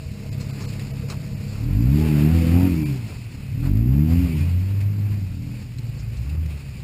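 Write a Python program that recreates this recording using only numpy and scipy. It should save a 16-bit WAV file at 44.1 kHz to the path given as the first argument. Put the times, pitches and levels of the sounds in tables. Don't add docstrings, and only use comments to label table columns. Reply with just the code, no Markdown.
import sys
import numpy as np
from scipy import signal
from scipy.io import wavfile
from scipy.ndimage import uniform_filter1d, map_coordinates

SR = 44100
rng = np.random.default_rng(int(sys.argv[2]) if len(sys.argv) > 2 else 0)


def generate_wav(signal):
    frames = np.transpose(np.atleast_2d(signal))
    scaled = np.clip(frames, -1, 1) * 32767
    pcm = np.round(scaled).astype(np.int16)
    wavfile.write(sys.argv[1], SR, pcm)


def linear_from_db(decibels):
    return 10 ** (np.asarray(decibels, float) / 20)


N = 301203
T = np.arange(N) / SR

# (t/s, firing rate/Hz)
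OWN_SPEED = [(1.52, 34.05), (1.63, 36.66), (1.92, 70), (2.04, 80.06), (2.2, 71.5), (2.35, 84), (2.48, 82.5),
             (2.67, 93.55), (2.83, 75.1), (3.07, 53), (3.2, 39.08), (3.53, 33.38), (3.72, 49.53),
             (4.22, 91.4), (4.55, 58.26), (4.97, 37.96), (5.45, 40.92), (6.83, 33.94)]
# (f/Hz, density/dB per Hz)
ROAR_SPECTRUM = [(190, -17), (330, -2), (456, -3), (616, -6.5), (702, -9), (1490, -13), (1700, -15),
                 (2210, -15), (3740, -120)]
# (f/Hz, density/dB per Hz)
HISS_SPECTRUM = [(1100, -36.5), (1500, -16.5), (2000, -6.5), (2550, 0.2), (3050, -9), (3500, -13.5),
                 (4200, -21.5)]
# (f/Hz, density/dB per Hz)
SIZZLE_SPECTRUM = [(2800, -41.5), (3600, -8), (4600, 0), (5200, -1.5), (5900, -2), (6500, -42)]


def unit(x):
    return x / np.sqrt(np.mean(x ** 2) + 1e-20)


def along(points, hz):
    f, v = np.transpose(points)
    return np.interp(np.log(hz + 1), np.log(f + 1), v)


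def curves(rows):
    s, *cols = np.transpose(rows)
    return [np.interp(T, s, c) for c in cols]


def span(start, end, fade):
    return np.clip(np.minimum(T - start, end - T) / fade + 0.5, 0, 1)


def wobble(rate):
    knots = rng.standard_normal(int(N * rate / SR) + 4)
    return map_coordinates(knots, [T * rate], order=3)


def noise(spectrum, patchy_db):
    hz, _, z = signal.stft(rng.standard_normal(N), SR, nperseg=2048)
    field = uniform_filter1d(rng.standard_normal(z.shape), size=14, axis=0)
    field = uniform_filter1d(field, size=2, axis=1)
    gain = linear_from_db(along(spectrum, hz)[:, None] + patchy_db * unit(field))
    return unit(signal.istft(z * gain, SR, nperseg=2048)[1][:N])


def tone(turns, level_db, rough_db, drift):
    size = np.sqrt(2) * linear_from_db(level_db + rough_db * wobble(28))
    return -size * np.cos(2 * np.pi * turns + drift * wobble(9))


def engine(speed, effort_db, orders, lift_db, count, upper_db, halves_db, rough_db):
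    # (f/Hz, gain/dB)
    upper_gain = [(150, -24), (210, -10), (290, -7.5), (320, -27), (360, -24.5), (500, -36), (1000, -34.5)]
    # (f/Hz, gain/dB)
    halves_gain = [(15, -44), (50, -43), (130, -21.5), (220, -24), (310, -31), (400, -36), (600, -65)]
    rate = uniform_filter1d(speed, size=int(0.049 * SR) + 1, mode="nearest")
    lifted = np.clip(-np.gradient(rate) * SR / 31, 0, 1)
    lifted = uniform_filter1d(lifted, size=6600, origin=3200)
    at, *gains = np.transpose(orders)
    low = [effort_db + np.interp(rate, at, gain) + lift * lifted for gain, lift in zip(gains, lift_db)]
    load_db = 10 * np.log10(sum(linear_from_db(db) ** 2 for db in low))
    turns = np.cumsum(rate) / SR
    lag = 0.3 * np.exp(-((rate - 70) / 8) ** 2)
    sound = np.zeros(N)
    for k, db in enumerate(low, 1):
        sound += tone(k * turns - lag, db, rough_db, drift=0.25)
    for k in range(len(low) + 1, count + 1):
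        level_db = load_db + upper_db + along(upper_gain, k * rate)
        sound += tone(k * turns, level_db, rough_db=3.5, drift=0.9)
    for k in np.arange(count) + 0.5:
        level_db = load_db + halves_db + along(halves_gain, k * rate)
        sound += tone(k * turns, level_db, rough_db=6.0, drift=1.0)
    return sound, turns


def own_engine(effort_db):
    # (firing rate/Hz, then 1st, 2nd, 3rd, 4th order over effort/dB)
    own_orders = [(33.75, -13, -9, -2.5, 1.1), (40, -6, -10, 1.1, -13.5), (51.4, -3.5, 0.2, -11, -11.5),
                  (61.4, -5.5, -1, -14.5, -11.5), (70, -0.5, 0.3, -6.5, -10), (76, -6, -2.5, -8, -8),
                  (84, 0.6, -4.5, -7, -25), (90.58, -3.3, -7.5, -4, -32)]
    own_lift_db = [-9, -0.5, -1.5, -3]
    speed, = curves(OWN_SPEED)
    return engine(speed, effort_db, own_orders, own_lift_db, count=13,
                  upper_db=-12.5, halves_db=-6.5, rough_db=1.6)


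def swells(turns):
    # (from t/s, to t/s, order, level/dB)
    singing_orders = [(.1, 1.6, 6, -42), (1.62, 1.7, 7, -40), (1.78, 1.86, 5, -38), (1.96, 2.3, 5, -36),
                      (1.98, 2.1, 5.5, -39), (2.0, 2.1, 10.8, -46), (2.33, 2.54, 6, -39),
                      (2.5, 2.78, 4, -41), (2.25, 2.42, 9, -49), (2.53, 2.67, 8, -45), (2.55, 2.66, 7, -47),
                      (2.51, 2.64, 9, -46), (2.56, 2.68, 10, -47), (2.5, 2.72, 5.5, -46),
                      (3.57, 3.65, 7, -37), (3.65, 3.72, 6, -35), (3.72, 3.88, 5, -35),
                      (4.08, 4.14, 9, -48), (4.05, 4.2, 6, -50), (2.3, 2.76, 2.5, -34),
                      (2.4, 2.7, 1.5, -36), (2.4, 2.7, 3.5, -39), (5.3, 5.63, 5, -43), (5.32, 5.6, 7, -47),
                      (5.4, 5.6, 6, -48)]
    sound = np.zeros(N)
    for start, end, order, db in singing_orders:
        sound += span(start, end, fade=0.041) * tone(order * turns, db, rough_db=2.0, drift=0.61)
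    return sound


def other_engine():
    # (t/s, firing rate/Hz, level/dB)
    other_swells = [
        [(4.05, 72.8, -33), (4.24, 71.96, -24.5), (4.45, 84.3, -21), (4.55, 89.4, -18.5), (4.66, 96.64, -22),
         (4.9, 101.5, -21), (5.14, 103.2, -22), (5.35, 87, -34), (5.55, 81.5, -46)],
        [(5.65, 62.86, -49), (5.85, 56.8, -40), (6.05, 54.5, -31), (6.15, 58.56, -33.5), (6.35, 76, -24.5),
         (6.45, 79.5, -23), (6.56, 74, -34.5), (6.65, 65, -38.5), (6.83, 64, -35.5)],
    ]
    # (firing rate/Hz, then 1st, 2nd, 3rd order over level/dB)
    other_orders = [(53.8, -5, 2, -24), (65, 1.3, -10, -25), (73, 2.7, -15, -30), (79.5, 0, -9.5, -36),
                    (87.1, 0.5, -15, -36), (96, 0.6, -18.5, -26.5)]
    other_lift_db = [-0.3, 8.5, -0.5]
    rows = other_swells[0] + other_swells[1]
    speed, level_db = curves(rows)
    sound, _ = engine(speed, level_db, other_orders, other_lift_db, count=4,
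                      upper_db=-17.0, halves_db=-7.5, rough_db=1.5)
    start = rows[0][0]
    return span(start, rows[-1][0], fade=0.1) * sound, start, level_db


def leaves():
    # (t/s, level/dB, brightness/dB, thud/dB)
    tick_hits = [(0.605, -48, -7, 7.5), (0.623, -59, 11, 1), (0.795, -38.5, -2.5, -6),
                 (0.869, -57, 14.5, 11), (3.77, -47.5, -3, 5), (5.549, -54, 8, 1), (5.623, -47, -4, -4),
                 (5.784, -46, 4, -6), (6.169, -56.5, 13, -4), (6.348, -50, -1, 1), (6.458, -48, 7, -5)]
    snap_hits = [(0.803, -47, -3, -5), (0.204, -59, 6, -2.1), (0.326, -52, 9, -9), (0.6415, -46.5, 0, -3),
                 (0.687, -59, 16, 5), (0.722, -42.5, -2, -6), (0.905, -46.5, -0.5, -6),
                 (1.098, -40.5, 3, 3), (1.12, -47, -6, 5), (3.93, -46.5, -14, 4), (4.687, -53, -10, 8),
                 (4.803, -42, -6, -7), (4.93, -51, -20, -2), (5.99, -56, 8.5, -7), (6.293, -45, -0.5, -19)]
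    crunch_hits = [(0.4, -47.5, 7.5, -2), (0.603, -51.5, 8.5, 12), (1.082, -48.5, 2, 6.5),
                   (2.55, -51, -5, 15), (2.6, -51, -8, 12), (3.08, -57, -9, 14), (3.63, -49.5, 0, 10),
                   (3.655, -50, -1, 11), (4.1, -43.5, -7, 7), (4.25, -53, -5, 10), (6.497, -45.5, -4, -6)]
    low, high, thud = np.zeros((3, N))
    for rise_s, hits in ((0.003, tick_hits), (0.0083, snap_hits), (0.012, crunch_hits)):
        for s, db, bright_db, thud_db in hits:
            u = np.clip((T - s) / rise_s, 0, 30)
            shape = linear_from_db(db + 4) * np.sqrt(u) * np.exp(-u / 1.39)
            low += shape
            high += linear_from_db(bright_db) * shape
            thud += linear_from_db(thud_db) * shape
    grain = unit(linear_from_db(1.6 * wobble(450)))
    crackle = low * noise(HISS_SPECTRUM, patchy_db=-1.8) + high * noise(SIZZLE_SPECTRUM, patchy_db=-5.5)
    return grain * crackle + thud * noise(ROAR_SPECTRUM, patchy_db=2.4)


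def driveline():
    # (t/s, pitch f/Hz, level/dB)
    gear_hums = [
        [(0, 80, -31.5), (.1, 75.5, -33), (.22, 74.5, -57)],
        [(1.05, 138, -42), (1.2, 159.2, -35.5), (1.4, 186.7, -40.5), (1.58, 214.7, -49)],
        [(1.6, 304, -48.5), (1.72, 285.2, -39.5), (1.85, 286, -38.5)],
        [(2.3, 320.8, -29.5), (2.55, 310.5, -36.5), (2.8, 310.6, -31), (2.93, 285.5, -29)],
        [(2.72, 385.2, -42), (3.0, 388, -48)],
        [(3.8, 360, -44.5), (4.05, 384, -43)],
        [(3.03, 114.3, -35), (3.15, 113, -37), (3.25, 115, -50)],
        [(4.28, 393.2, -40), (4.42, 388.2, -45.5)],
        [(5.72, 126.3, -44), (5.86, 135.8, -34), (6.0, 139.8, -36), (6.1, 133.1, -36.5), (6.22, 111.5, -29)],
        [(6.6, 125.7, -46), (6.7, 130.9, -47), (6.83, 127, -32.5)],
    ]
    hum = np.zeros(N)
    for rows in gear_hums:
        pitch, db = curves(rows)
        gate = span(rows[0][0], rows[-1][0], fade=0.091)
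        hum += gate * tone(np.cumsum(pitch) / SR, db, rough_db=1.6, drift=0.2)
    return hum


def squeal():
    # (from t/s, to t/s, from f/Hz, to f/Hz, level/dB)
    whistles = [
        (2.64, 2.72, 2370, 2480, -51),
        (2.75, 2.89, 2260, 2400, -50),
        (4.15, 4.25, 2440, 2540, -54),
        (4.29, 4.37, 2280, 2300, -53),
        (4.38, 4.5, 2370, 2520, -52),
    ]
    sound = np.zeros(N)
    for start, end, low_hz, high_hz, db in whistles:
        pitch = np.interp(T, [start, end], [low_hz, high_hz]) + 25 * wobble(60)
        sound += span(start, end, fade=0.04) * tone(np.cumsum(pitch) / SR, db, rough_db=3, drift=0.5)
    return sound


def road(turns, effort_db):
    # (t/s, level/dB)
    churn_points = [(0, -53.5), (.64, -48.5), (.95, -52.5), (1.5, -50), (1.88, -49), (1.99, -42),
                    (2.26, -42), (2.45, -40.5), (2.8, -42.5), (2.95, -48), (3.27, -52.5), (3.96, -52.5),
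                    (4.25, -42.5), (4.4, -43.5), (4.78, -53), (6.1, -54.5), (6.45, -52.5), (6.83, -53)]
    # (calm level/dB, growth with churn, extra on the track/dB, growth with effort)
    layer_mix = [(-36, 0.24, 0, 0.16), (-54, 0.52, 3.5, 0.22), (-50.5, 0.9, 0.4, -0.012),
                 (-52.5, 0.63, 2.5, -0.1)]
    # (f/Hz, density/dB per Hz)
    rumble_spectrum = [(8.8, -64), (15, -18.5), (86, 6), (99, 7), (118, 4.5), (167, 2), (365, -22.5),
                       (420, -34), (550, -41), (920, -120)]
    churn_db = curves(churn_points)[0] + 51.5
    gravel = np.clip((3.05 - T) / 0.56 + 0.5, 0, 1)
    pull_db = effort_db - effort_db.min()
    rumble_db, roar_db, hiss_db, sizzle_db = (
        calm + grows * churn_db + track * gravel + pulls * pull_db for calm, grows, track, pulls in layer_mix)
    acceleration = uniform_filter1d(np.gradient(curves(OWN_SPEED)[0]), size=4000) * SR
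    coasting = np.clip(-acceleration / 100, 0, 1)
    roar_db = roar_db - 2 * coasting * gravel
    shake = 0.86 * wobble(9) + 0.68 * wobble(30)
    puff = 0.5 * np.cos(2 * np.pi * turns)
    roar_flutter = linear_from_db(shake + 2.0 * puff + 0.8 * wobble(14))
    hiss_flutter = linear_from_db(shake + puff + 0.27 * wobble(70))
    sizzle_flutter = linear_from_db(shake + puff + 0.68 * wobble(23))
    rumble = linear_from_db(rumble_db) * noise(rumble_spectrum, patchy_db=1.5)
    roar = linear_from_db(roar_db) * unit(roar_flutter * noise(ROAR_SPECTRUM, patchy_db=1.0))
    hiss = linear_from_db(hiss_db) * unit(hiss_flutter * noise(HISS_SPECTRUM, patchy_db=1.0))
    sizzle = linear_from_db(sizzle_db) * unit(sizzle_flutter * noise(SIZZLE_SPECTRUM, patchy_db=1.5))
    return rumble + roar + hiss + sizzle


def panels():
    # (f/Hz, width/Hz, level/dB)
    resonances = [
        (467, 42, -50.5),
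        (636, 42, -56.5),
    ]
    buzz = np.zeros(N)
    for hz, w, db in resonances:
        peak = [(hz - 2 * w, -40), (hz - w / 2, -4), (hz, 0), (hz + w / 2, -4), (hz + 2 * w, -40)]
        buzz += linear_from_db(db) * noise(peak, patchy_db=3.5)
    return span(-1, 1.65, fade=0.34) * buzz


def channel_noise(mid):
    # (f/Hz, density/dB per Hz)
    side_spectrum = [(18, -26), (30, 2), (55, -4), (241, -11), (1700, -23), (3600, -34), (6000, -35),
                     (7800, -90), (13200, -120)]
    loudness = np.sqrt(np.abs(uniform_filter1d(mid ** 2, size=4000)))
    return linear_from_db(-43) * loudness * noise(side_spectrum, patchy_db=8)


def scene():
    # (t/s, level/dB)
    effort_points = [(0, -41.5), (.4, -31), (1.5, -34), (1.78, -17.5), (2.06, -17.5), (2.25, -13.5),
                     (2.4, -20), (2.56, -14), (2.85, -21.5), (3.04, -28.5), (3.14, -36), (3.5, -31.5),
                     (3.72, -17), (4.13, -18), (4.42, -23.5), (4.65, -40), (5.5, -35), (6.83, -44)]
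    effort_db, = curves(effort_points)
    own, turns = own_engine(effort_db)
    other, other_start, other_db = other_engine()
    work_db = np.maximum(effort_db, np.where(T > other_start, other_db + 3, -60))
    mid = own + swells(turns) + other + leaves() + driveline() + squeal() + road(turns, work_db) + panels()
    side = channel_noise(mid)
    return np.array([mid + side, mid - side])


def thin_treble(x):
    # (t/s, treble thinned above f/Hz)
    gaps = [
        (.306, 800),
        (.522, 800),
        (.668, 1200),
        (.925, 900),
        (1.355, 2600),
        (2.846, 800),
    ]
    hz, t, z = signal.stft(x, SR, nperseg=640, noverlap=576)
    for s, edge_hz in gaps:
        frames = np.abs(t - s) < 0.009
        size = np.abs(z[0][:, frames]).mean(axis=1)
        size /= np.sqrt(uniform_filter1d(size, size=12))
        treble = (hz > edge_hz) & (hz < 6500)
        lost = treble & (size < np.quantile(size[treble], 0.77))
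        z[:, lost] *= 1 - 0.96 * frames
    return signal.istft(z, SR, nperseg=640, noverlap=576)[1][:, :N]


def top_cut(x):
    return signal.sosfilt(signal.butter(12, 16420, fs=SR, output="sos"), x)


def record(dry):
    guard = signal.butter(8, 5700, fs=SR, output="sos")
    guarded = signal.sosfiltfilt(guard, thin_treble(dry))
    slow = signal.resample_poly(guarded, 40, 147, axis=1)
    held = np.repeat(slow, 4, axis=1)
    held = signal.resample_poly(held, 147, 160, axis=1)[:, :N]
    top = signal.ellip(10, 0.1, 70, 15330, fs=SR, output="sos")
    return top_cut(signal.sosfiltfilt(top, held))


dry = scene()
out = record(dry)
generate_wav(out)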